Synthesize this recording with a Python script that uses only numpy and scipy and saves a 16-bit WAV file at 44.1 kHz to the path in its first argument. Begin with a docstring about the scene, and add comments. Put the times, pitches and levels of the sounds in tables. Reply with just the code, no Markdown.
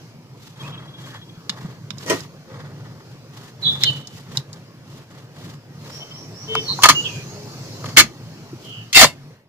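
"""A room with a fan humming, birds and a far vehicle horn coming in from outside. Close to a two-port
microphone, two earbuds are rolled in a palm: skin rubs and squeaks, the shells click and tumble.
They snap into their charging case, ringing the plastic and the air in its hollows; then the lid rasps
along its rails and shuts. At this distance the snaps overload the input."""
import sys
import numpy as np
from scipy import signal
from scipy.fft import rfft, irfft, next_fast_len
from scipy.io import wavfile
from scipy.ndimage import uniform_filter1d

SR = 44100
rng = np.random.default_rng(int(sys.argv[2]) if len(sys.argv) > 2 else 0)


def bounce(signal):
    """Save signal as a 16-bit WAV file at the path given by the first command-line argument."""
    frames = np.transpose(np.atleast_2d(signal))
    limited = np.clip(frames, -1, 1)
    pcm = np.round(limited * 32767).astype(np.int16)
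    wavfile.write(sys.argv[1], SR, pcm)


N = 418068
ROOM_T60_S, ROOM_WET_DB, YARD_T60_S = 0.15, -21.5, 0.48

# how the two ports hear sound from around them: frequency_hz, likeness, left_lag_rad
PORT_RESPONSE = [(30, .3, -1), (100, 1, 0), (500, 0.87, 0.51), (1150, 0.94, 1.01), (1980, 0.41, 1.6),
                 (3685, 0.31, 3), (5900, 0, 4.5), (15000, 0.13, 11)]


def from_db(db):
    """Decibels to gain."""
    return 10 ** (np.asarray(db) / 20)


def unit_rms(x):
    """Scale to rms 1."""
    return x / np.sqrt(np.mean(x ** 2) + 1e-20)


def seconds(length_s):
    """A time axis."""
    return np.arange(int(length_s * SR)) / SR


def add(out, start_s, sound):
    """Mix a sound in at a time."""
    i = max(round(start_s * SR), 0)
    out[:, i:i + sound.shape[-1]] += sound[..., :N - i]


def pan(left_minus_right_db):
    """Gains of the left and right port."""
    return from_db([[left_minus_right_db / 2], [-left_minus_right_db / 2]])


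def at_hz(table, hz, column=1):
    """Read one column of a spectrum table on a log-frequency axis."""
    columns = np.transpose(table)
    return np.interp(np.log(hz + 1), np.log(columns[0]), columns[column])


def butter(x, hz, kind, order=2):
    """Causal low- or high-pass."""
    return signal.sosfilt(signal.butter(order, min(hz, .45 * SR), kind, fs=SR, output="sos"), x)


def wander(size, rate_hz):
    """A smooth random drift with a spread of about 1."""
    return unit_rms(butter(rng.standard_normal(size + SR), rate_hz, "low"))[-size:]


def rough_tone(pitch_hz, width_hz):
    """Narrow noise carried on a pitch."""
    phase = 2 * np.pi * np.cumsum(pitch_hz) / SR
    size = len(phase)
    return unit_rms(wander(size, width_hz) * np.sin(phase) + wander(size, width_hz) * np.cos(phase))


def resonate(x, modes):
    """Parallel resonances of alternating sign."""
    out = 0
    for k, (hz, width_hz, db) in enumerate(modes):
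        radius = np.exp(-np.pi * width_hz / SR)
        gain = (-1) ** k * from_db(db) * (1 - radius ** 2) / 2
        feedback = [1, -2 * radius * np.cos(2 * np.pi * hz / SR), radius ** 2]
        out = out + signal.lfilter([gain, 0, -gain], feedback, x)
    return out


def diffuse(size, spectrum=None):
    """Noise from all around: alike at both ports in the bass, unrelated in the treble."""
    padded = next_fast_len(size)
    mid, side = rfft(rng.standard_normal((2, padded)))
    hz = np.arange(len(mid)) * SR / padded
    alike = np.clip(at_hz(PORT_RESPONSE, hz), -1, 1)
    colour = 1 if spectrum is None else from_db(at_hz(spectrum, hz))
    left_right = np.sqrt(1 + alike) * mid + np.sqrt(1 - alike) * side * [[1], [-1]]
    return unit_rms(irfft(colour * left_right, padded)[:, :size])


def patchy(x, depth_db):
    """Let neighbouring frequencies swell and fade together in brief patches."""
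    spectra = signal.stft(x, nperseg=1024)[2]
    swells = uniform_filter1d(rng.standard_normal(spectra.shape[1:]), size=4, axis=0)
    swells = unit_rms(uniform_filter1d(swells, size=6, axis=1))
    return unit_rms(signal.istft(spectra * from_db(depth_db * swells), nperseg=1024)[1][:, :N])


def reverberate(x, t60_s, wet_db, wall_hz):
    """Direct sound plus a dense, duller tail."""
    t = seconds(t60_s)
    tail = butter(diffuse(len(t)), wall_hz, "low", order=1) * from_db(-60 * t / t60_s)
    response = from_db(wet_db) * unit_rms(tail) / np.sqrt(len(t))
    response[:, 0] += 1
    return signal.fftconvolve(np.atleast_2d(x), response, axes=1)


def contacts(touches, modes, crack_db, direct, wet_db=ROOM_WET_DB):
    """Each touch is a dying chatter of tiny impacts that rings a body."""
    out, t = np.zeros((2, N)), seconds(.2)
    grain_db, rise_share = 5, 0.14
    for start, db, chatter_s, low_hz, high_hz, pan_db in touches:
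        # part goes straight to both ports, the rest is scattered by the hands
        scatter = direct * rng.standard_normal(len(t)) + diffuse(len(t))
        grain = from_db(grain_db * rng.standard_normal(len(t)))
        envelope = (1 - np.exp(-t / (rise_share * chatter_s))) * np.exp(-t / chatter_s)
        impacts = scatter * grain * envelope + 1e-18
        # a light touch leaves out the lows, a soft one the highs
        force = butter(butter(impacts, low_hz, "high", order=5), high_hz, "low", order=1)
        body = resonate(force, modes) + from_db(crack_db) * force
        sound = reverberate(body, ROOM_T60_S, wet_db, wall_hz=5140)
        # the level counts the energy as if spread over 10 ms
        sound /= np.sqrt(np.sum(sound ** 2, axis=1, keepdims=True) / (.01 * SR))
        add(out, start, from_db(db) * pan(pan_db) * sound)
    return out


def fan_and_street(quiet_hiss_db=-59, hum_waver_db=3.5):
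    """Fan turbulence booms in low resonances, with street murk and a fine hiss; all swell together."""
    # resonances of the fan's hum: pitch_hz, width_hz, gain_db
    hum_modes = [(107.6, 13.3, -2), (144.1, 16, -1), (173.2, 13, -6.5), (229, 49, -15.5)]
    # spectra of the street and of the hiss: frequency_hz, density_db
    street_spectrum = [(25, -10), (60, -12.5), (110, 1), (260, 2), (450, -0.5), (700, -6), (1200, -9.5),
                       (2000, -13.5), (3200, -15.5), (5000, -29.5)]
    hiss_spectrum = [(1500, -22), (3000, -15), (4200, 4.5), (5200, 3.5), (6500, 0), (7700, -6.5),
                     (8600, -18), (12000, -13.5), (15000, -15.5)]
    # background hiss, rising through the later part and fading at the end: time_s, level_db
    hiss_levels = [(0, -54.5), (.2, -61.5), (1.3, -56.5), (2.4, -57.5), (3.3, -57.5), (4.7, -60),
                   (5.68, -60.5), (5.85, -50), (6.4, -50.5), (6.6, -42.5), (6.95, -36), (7.3, -45.5),
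                   (7.9, -42.5), (8.12, -51.5), (8.85, -52.5), (9.329, -60), (9.48, -82.5)]
    hiss_db = np.interp(np.arange(N) / SR, *np.transpose(hiss_levels))
    swell_db = hiss_db - quiet_hiss_db
    hum_db = -46 + 0.52 * swell_db + hum_waver_db * wander(N, rate_hz=7.9)
    street_db = -48.5 + 0.54 * swell_db
    boom = resonate(diffuse(N), hum_modes)
    hum = unit_rms(butter(butter(boom, 98, "high", order=4), 360, "low"))
    street = patchy(diffuse(N, street_spectrum), depth_db=2.5)
    hiss = patchy(diffuse(N, hiss_spectrum), depth_db=2.6)
    return from_db(hum_db) * hum + from_db(street_db) * street + from_db(hiss_db) * hiss


def thin_ring(pitch_hz=5080, level_db=-69, fade_db=9):
    """A faint, thin 5 kHz ring in the hiss comes and goes."""
    ring = rough_tone(np.full(N, pitch_hz), width_hz=130)
    ring *= from_db(fade_db * np.tanh(wander(N, rate_hz=3)))
    return from_db(level_db) * unit_rms(reverberate(ring, t60_s=.05, wet_db=10, wall_hz=9000)[:, :N])


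def skin_rubs(slips_per_s=500, grain_db=5, catch_db=3, ease_s=0.025):
    """Skin sticks and slips under each stroke and hisses when fastest; a low rumble swells with it."""
    # strokes over skin and plastic: start_s, length_s, rub_db, hiss_db, rumble_db
    strokes = [(0.349, 0.21, -59, -49.5, -54.5), (0.579, 0.13, -42.5, -45, -37.5),
               (0.669, 0.33, -49, -79, -39.5), (0.971, 0.21, -44.5, -45, -40.5),
               (1.499, 0.28, -45, -53.5, -37.5), (1.982, 0.28, -44, -38.5, -35),
               (2.46, 0.28, -43, -65, -37), (2.721, 0.33, -51, -64, -39.5), (3.04, 0.15, -60, -59.5, -43.5),
               (3.333, 0.18, -49, -47.5, -42), (3.609, .16, -44, -44, -33),
               (3.744, 0.29, -44.5, -40.5, -33), (4.06, 0.21, -55.5, -49, -43),
               (4.287, 0.14, -43.5, -44, -35), (4.49, 0.16, -52, -55.5, -41.5),
               (4.851, 0.19, -52.5, -50, -41.5), (5.085, 0.19, -52, -55, -42),
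               (5.321, .26, -49, -47.5, -37), (5.812, 0.21, -51.5, -47, -42.5),
               (6.47, 0.13, -45, -46.5, -40.5), (8.611, 0.089, -67, -48.5, -50.5)]
    # resonances rung by the slips: pitch_hz, width_hz, gain_db
    rub_modes = [(549, 114, 6.5), (1012, 455, 9.5), (1267, 380, 9.5), (1790, 290, 7.5), (2390, 1100, -1.5),
                 (3220, 1200, 1), (5030, 5500, -9)]
    # spectra of the dry skin's hiss and of the low rumble: frequency_hz, density_db
    skin_spectrum = [(500, -17.5), (1500, -12), (3000, 1.5), (5000, -1), (7500, -5), (8600, -13),
                     (12000, -11), (15000, -15)]
    rumble_spectrum = [(30, -29.5), (70, -22), (105, -3), (140, 4.5), (200, -10), (300, -13.5),
                       (550, -17.5), (1200, -31.5), (4000, -57)]
    gains = np.zeros((3, N))
    for start, length, rub_db, hiss_db, rumble_db in strokes:
        span = length + 2 * ease_s
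        speed = np.abs(np.sin(np.pi * seconds(span) / span))
        swells = np.array([speed ** 0.99, speed ** 1.4, speed ** 0.99])
        add(gains, start - ease_s, from_db([[rub_db], [hiss_db], [rumble_db]]) * swells)
    rub_gain, hiss_gain, rumble_gain = gains
    slips = (rng.random(N) < slips_per_s / SR) * from_db(grain_db * rng.standard_normal(N))
    ringing = resonate(slips + 1e-18, rub_modes)
    rub = rub_gain * unit_rms(reverberate(ringing, ROOM_T60_S, wet_db=11, wall_hz=6000)[:, :N])
    catch = from_db(catch_db * wander(N, rate_hz=30))  # the skin catches unevenly
    hiss = hiss_gain * diffuse(N, skin_spectrum)
    return catch * (rub + hiss) + rumble_gain * diffuse(N, rumble_spectrum)


def far_horn(waver=0.005, swell_s=0.054, pan_db=3):
    """A horn's fundamental and the few partials its diaphragm favours, which flutter on the way."""
    # hoots from outside: start_s, length_s, pitch_hz, fundamental_db, ring_db, flutter_db
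    hoots = [(0.553, 0.27, 473, -75, -42.5, 19), (0.8, 0.6, 475, -75, -49.5, 10),
             (5.84, 0.35, 442, -54, -45, 20), (6.471, 0.1, 440, -27, -24, 3),
             (6.525, 0.099, 440.3, -24.5, -19, 2.5), (7.299, 0.24, 414.8, -44.5, -66.5, 1)]
    # ring of the diaphragm: harmonic_number, level_db
    partials = [(5, -32), (6, -31.5), (7, -13.5), (8, -24)]
    out = np.zeros((2, N))
    for start, length, hz, fundamental_db, ring_db, flutter_db in hoots:
        t = seconds(length)
        pitch = hz * (1 + waver * wander(len(t), rate_hz=72))
        phase = 2 * np.pi * np.cumsum(pitch) / SR
        ring = sum(from_db(db) * np.sin(k * phase) for k, db in partials)
        ring = unit_rms(ring * from_db(flutter_db * np.tanh(wander(len(t), rate_hz=21))))
        tone = from_db(fundamental_db) * unit_rms(np.sin(phase)) + from_db(ring_db) * ring
        swell = np.minimum(np.minimum(t, length - t) / swell_s, 1) ** 1.2
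        add(out, start, reverberate(tone * swell, YARD_T60_S, wet_db=-17, wall_hz=2500))
    return out * pan(pan_db)


def bud_squeaks():
    """A bud dragged over skin or plastic squeaks faintly, swelling and fading on one rough pitch."""
    # drags: start_s, length_s, pitch_hz, width_hz, level_db
    drags = [(0.578, 0.17, 1054, 159.3, -43), (0.68, 0.21, 1183, 160, -48.5), (1.01, 0.23, 1693, 200, -48),
             (2.47, 0.16, 500, 40, -43.5), (6.685, 0.05, 1020, 50, -34.5), (6.781, 0.05, 1104, 39.7, -33.5)]
    out = np.zeros((2, N))
    for start, length, hz, width_hz, db in drags:
        swell = np.sin(np.pi * seconds(length) / length)
        add(out, start, from_db(db) * swell * rough_tone(np.full(len(swell), hz), width_hz))
    return out


def bird_call(glide_hz, depth_hz, wet_db, trill_hz=190, waver=0.4):
    """A gliding whistle with a fast uneven trill, blurred by the yard."""
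    t = np.arange(len(glide_hz)) / SR
    trill = np.sin(2 * np.pi * trill_hz * t) + waver * wander(len(t), rate_hz=170)
    phase = 2 * np.pi * np.cumsum(glide_hz + depth_hz * trill) / SR
    swell = np.abs(np.sin(np.pi * t / t[-1])) ** 0.57
    # the call enters by way of nearby walls, so each port gets its own early echoes
    call = reverberate(np.sin(phase) * swell, t60_s=.05, wet_db=11.5, wall_hz=9000)
    call = reverberate(call, YARD_T60_S, wet_db, wall_hz=8190)
    return call / np.sqrt(np.sum(call ** 2, axis=1, keepdims=True) / len(t))


def birds(peep_s=0.14, sweep_hz=1180, rise_s=0.026, pan_db=-3):
    """Outside, a little to the right, one bird whistles short glides and another repeats a thin peep."""
    # whistled notes: start_s, length_s, middle_hz, glide_hz, trill_depth_hz, level_db
    whistles = [(0.623, 0.05, 2530, 160, 85, -43.5), (0.713, 0.061, 2760, -300, 270, -51),
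                (3.62, 0.089, 3924, -150, 100, -21), (3.642, 0.074, 3504, 30, 127, -18.5),
                (3.705, 0.095, 3510, -28, 22, -35), (3.804, 0.096, 3900, 350, 380, -24),
                (3.835, 0.07, 3033, -200, 60, -19), (6.648, 0.04, 4360, -250, 40, -36.5),
                (6.676, 0.062, 4097, -56, 170, -22.5), (6.945, 0.072, 2872, 26, 19, -21),
                (7.039, 0.04, 3230, 60, 56, -26), (7.035, 0.066, 2783, -330, 90, -31),
                (7.088, 0.15, 2444, -50, 59, -43), (8.632, 0.21, 2996, -200, 170, -40)]
    # peeps that sweep up and level off: start_s, top_hz, level_db
    peeps = [(5.89, 5740, -42), (6.11, 5750, -43.5), (6.33, 5840, -42.5), (6.54, 5700, -40),
             (6.735, 6970, -42.5), (6.88, 6730, -38.5), (7.05, 6630, -48), (7.21, 6500, -47.5)]
    out = np.zeros((2, N))
    for start, length, middle_hz, glide_hz, depth_hz, db in whistles:
        glide = middle_hz + glide_hz * (seconds(length) / length - .5)
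        add(out, start, from_db(db) * bird_call(glide, depth_hz, wet_db=-14))
    for start, top_hz, db in peeps:
        glide = top_hz - sweep_hz * np.exp(-seconds(peep_s) / rise_s)
        add(out, start, from_db(db) * bird_call(glide, depth_hz=170, wet_db=-0.5))
    return out * pan(pan_db)


def hand_bumps(rise_s=0.0017, t60_cycles=17.3):
    """Flesh gives a low, quickly damped thud."""
    # soft bumps of the hand and of the case in it: start_s, peak_db, pitch_hz
    bumps = [(1.375, -30, 154), (1.498, -28.5, 190), (1.647, -20, 164.5), (1.906, -31, 198),
             (2.108, -18, 364), (4.374, -25.5, 135), (6.895, -18, 275), (7.975, -14, 330),
             (8.008, -20.5, 332), (8.04, -26.5, 220), (8.53, -26, 332), (8.966, -19.5, 331),
             (9.029, -11, 242), (9.05, -22, 150)]
    out, t = np.zeros((2, N)), seconds(.2)
    for start, db, hz in bumps:
        envelope = (1 - np.exp(-t / rise_s)) * from_db(-60 * t * hz / t60_cycles)
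        thud = np.sin(2 * np.pi * hz * t) * envelope
        add(out, start, from_db(db) * thud / np.abs(thud).max())
    return out


def bud_clicks(firm_db=-15, firm_chatter_s=0.0013, doubling_db=14.5, rebound_s=0.0068, high_hz=6500):
    """Bud strikes bud, rings its shell and rebounds faintly; a light click chatters longer."""
    # bud against bud: start_s, level_db, low_hz, pan_db
    clicks = [(1.494, -21.5, 1000, -0.5), (1.498, -24.5, 2500, -5), (1.9048, -29.5, 900, -8.5),
              (1.982, -39.5, 4480, -10), (2.204, -36, 5200, -6), (3.8358, -9, 1720, -3),
              (4.0713, -35.5, 4600, -3), (4.3714, -17.5, 3600, -4), (4.529, -38, 5050, 0)]
    # earbud shell: pitch_hz, width_hz, gain_db
    shell_modes = [(990, 680, -6.5), (1670, 420, 3), (2130, 940, -3), (2900, 64, 3), (3620, 324, 7.5),
                   (4220, 590, 3), (5030, 280, 5), (7000, 1060, -4.5), (11000, 6200, -21.5)]
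    touches = []
    for start, db, low_hz, pan_db in clicks:
        chatter_s = firm_chatter_s * 2 ** ((firm_db - db) / doubling_db)
        touches.append((start, db, chatter_s, low_hz, high_hz, pan_db))
        touches.append((start + rebound_s, db - 13, chatter_s, low_hz, high_hz, 0))
    return contacts(touches, shell_modes, crack_db=-25.5, direct=0.16, wet_db=-18.5)


def palm_tumble():
    """The buds tumble into the cupped palm and ring its hollow."""
    # landings: start_s, level_db, chatter_s, low_hz, high_hz, pan_db
    drops = [(2.061, -30.5, 0.006, 120, 9000, 2), (2.07, -20.5, 0.045, 120, 9000, -2),
             (2.097, -12.5, 0.009, 238, 11000, -0.5), (2.109, -16.5, 0.0096, 181, 3000, 1),
             (2.124, -18, 0.0077, 149, 1500, 0)]
    # hollow of the hand with the buds in it: pitch_hz, width_hz, gain_db
    palm_modes = [(327, 140, 5.5), (727, 100, -9), (973, 73, -3), (1540, 140, -7.5), (1870, 89, 1),
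                  (3080, 610, -7), (5870, 1300, -9), (12200, 2600, -40)]
    return contacts(drops, palm_modes, crack_db=-18, direct=0.5, wet_db=-3)


def case_snaps(pan_db=0.9, thump_s=0.033, thump_hz=(55, 130), puff_s=0.0025, puff_hz=(350, 4000)):
    """Each snap rings the plastic and knocks on the air beneath, with a brief low thump under it."""
    # snaps of buds and lid on the case; the row at 6.819 s is a faint bright hiss just before a snap:
    # start_s, level_db, chatter_s, low_hz, high_hz, hollow_db, hollow_hz
    snaps = [(6.5515, -19.5, 0.0017, 705, 2500, -23.5, 994), (6.7873, -47, 0.0018, 750, 800, -25, 985),
             (6.819, -18.5, 0.018, 2200, 6000, -30, 1110), (6.8336, 1.5, 0.0067, 1320, 5000, -3.5, 1232),
             (6.841, -10, 0.005, 1000, 5000, -11, 1010), (6.854, -7.5, 0.011, 695, 7000, -5, 1240),
             (6.8862, -0.5, 0.0085, 990, 7000, -6, 1258), (6.895, -6.5, 0.013, 1000, 5000, -4.5, 1230),
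             (7.841, -33.5, 0.004, 400, 1490, -31, 1230), (7.857, -32, 0.0065, 420, 5000, -41, 1150),
             (7.884, -33.5, 0.018, 420, 3000, -42.5, 1150), (7.9645, -19.5, 0.004, 1100, 1000, -22.5, 1750),
             (7.9695, -0.5, 0.006, 1240, 3000, -2.5, 2204), (7.978, 7.5, 0.012, 1390, 8000, -3.5, 1474),
             (7.986, -1, 0.0032, 1500, 8000, -5.5, 2255), (7.995, 0.5, 0.0068, 1140, 7000, -14, 1495),
             (8.007, -9, 0.0023, 1200, 9000, -24.5, 1487), (8.927, -15, 0.016, 2200, 4000, -40, 1400),
             (8.969, -3.5, 0.0059, 1700, 3000, -12, 800), (8.997, -7.5, 0.004, 1500, 6000, -18, 820),
             (9.011, 3.5, 0.0062, 646, 8000, -10, 792), (9.027, -2, 0.009, 1104, 6000, -18, 599),
             (9.041, -4.5, 0.005, 900, 3500, -11, 571)]
    # plastic case: pitch_hz, width_hz, gain_db
    case_modes = [(535, 180, 0), (993, 155, 1.5), (1238, 120, -1.5), (1767, 160, -1.5), (2064, 150, -3),
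                  (2267, 110, 0.5), (2650, 91, -4.5), (2984, 220, -1), (3410, 260, -5.5), (4040, 120, 0),
                  (4335, 300, -1.5), (4624, 59, 1), (4990, 160, -3.5), (5700, 350, -2), (6560, 540, -4),
                  (10900, 5000, -31)]
    # air in the hollow under a bud or the lid: pitch_ratio, width_hz, gain_db
    hollow_modes = [(.81, 69.7, -10), (1, 35, -0.5), (1.42, 130, -12)]
    bursts = [(*snap[:5], pan_db) for snap in snaps]
    out = contacts(bursts, case_modes, crack_db=-13, direct=0.65)
    thumps = [(start, db - 28, thump_s, *thump_hz, 0) for start, db, *_ in snaps]
    out += contacts(thumps, modes=[], crack_db=0, direct=0.66)
    for start, *_, hollow_db, hollow_hz in snaps:
        modes = [(ratio * hollow_hz, width_hz, db) for ratio, width_hz, db in hollow_modes]
        puff = (start, hollow_db, puff_s, *puff_hz, pan_db)
        out += contacts([puff], modes, crack_db=-42, direct=2.5)
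    return out


def lid_slide(start_s=8.942, attack_s=0.016, run_s=0.086, cover_s=0.082, release_db_per_s=456):
    """The lid catches and slips along its rails until it meets its stop; its spring rings on."""
    # the sliding lid and its spring: pitch_hz, width_hz, gain_db
    lid_modes = [(1140, 220, -8.5), (2100, 64, 6), (2680, 90, 4), (3170, 310, -1.5), (3660, 80, 4),
                 (4520, 280, 2), (5330, 130, -2.5), (6920, 160, 1), (7500, 500, -8.5)]
    spring_modes = [(2150, 18, 9.5), (2880, 14, 8), (4900, 14, 9.5), (6070, 20, 5.5), (6900, 20, 6)]
    # falling rasps of the rails: start_s, length_s, pitch_hz, fall_hz, level_db
    rasps = [(8.945, 0.04, 2700, 150.4, -13), (8.958, 0.066, 2190, 382, -9.5),
             (8.966, 0.05, 4650, 248.4, -16), (9.018, 0.028, 4930, 1093, -16),
             (9.018, 0.032, 1452, 375, -14)]
    grain_db, catch_db, crack_db = 3, 2, -11
    tray_hz, fall_hz_per_s, tray_db = 880, 3000, -10.5
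    out, t = np.zeros((2, N)), seconds(.2)
    grain = from_db(grain_db * rng.standard_normal(len(t)) + catch_db * wander(len(t), rate_hz=600))
    friction = butter(diffuse(len(t)) * grain, 7000, "low", order=1)
    scrape = resonate(friction, lid_modes) + from_db(crack_db) * friction
    scrape = unit_rms(butter(scrape, 1800, "high"))
    # the air in the tray sounds louder and lower as it is covered; tray_db is relative to the scrape
    covered = np.minimum(t / cover_s, 1)
    tray_pitch = tray_hz - fall_hz_per_s * np.minimum(t, run_s)
    tray = from_db(tray_db) * covered ** 2 * rough_tone(tray_pitch, width_hz=70)
    push = np.minimum(t / attack_s, 1) * from_db(-4.5 - release_db_per_s * np.maximum(t - run_s, 0))
    slide = push * (scrape + tray) + resonate(push * friction, spring_modes)
    add(out, start_s, reverberate(slide, ROOM_T60_S, ROOM_WET_DB, wall_hz=4000))
    for start, length, hz, fall_hz, db in rasps:
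        along = seconds(length) / length
        swell = np.sqrt(np.abs(np.sin(np.pi * along)))
        rasp = from_db(db) * swell * rough_tone(hz - fall_hz * along, width_hz=90)
        add(out, start, reverberate(rasp, ROOM_T60_S, ROOM_WET_DB, wall_hz=4030))
    return out


def at_ports(x, lag_table):
    """Shift the phase at the left port by the lag in the table's last column."""
    lag_rad = at_hz(lag_table, np.fft.rfftfreq(N, 1 / SR), column=-1)
    left = irfft(rfft(x[0]) * np.exp(-1j * lag_rad), N)
    return np.array([left, x[1]])


def scene():
    """Hands and case close to the microphone, with the room and the yard behind them."""
    # the case is held more nearly in front: frequency_hz, left_lag_rad
    case_lag = [(100, -1), (1150, 0.4), (1700, 0.82), (2400, 1.5), (3400, 2.5), (4700, 2.5), (15000, 8)]
    hands = bud_clicks() + palm_tumble() + skin_rubs() + bud_squeaks() + hand_bumps()
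    ambience = birds() + thin_ring() + far_horn() + fan_and_street()
    case = case_snaps() + lid_slide()
    return at_ports(hands + ambience, PORT_RESPONSE) + at_ports(case, case_lag)


def record(dry):
    """The close snaps clip the input; a steep low-pass cuts the top."""
    cutoff_hz = 15400
    low_pass = signal.ellip(10, .1, 70, cutoff_hz, fs=SR, output="sos")
    return signal.sosfilt(low_pass, np.clip(dry, -1, 1))


dry = scene()
out = record(dry)
bounce(out)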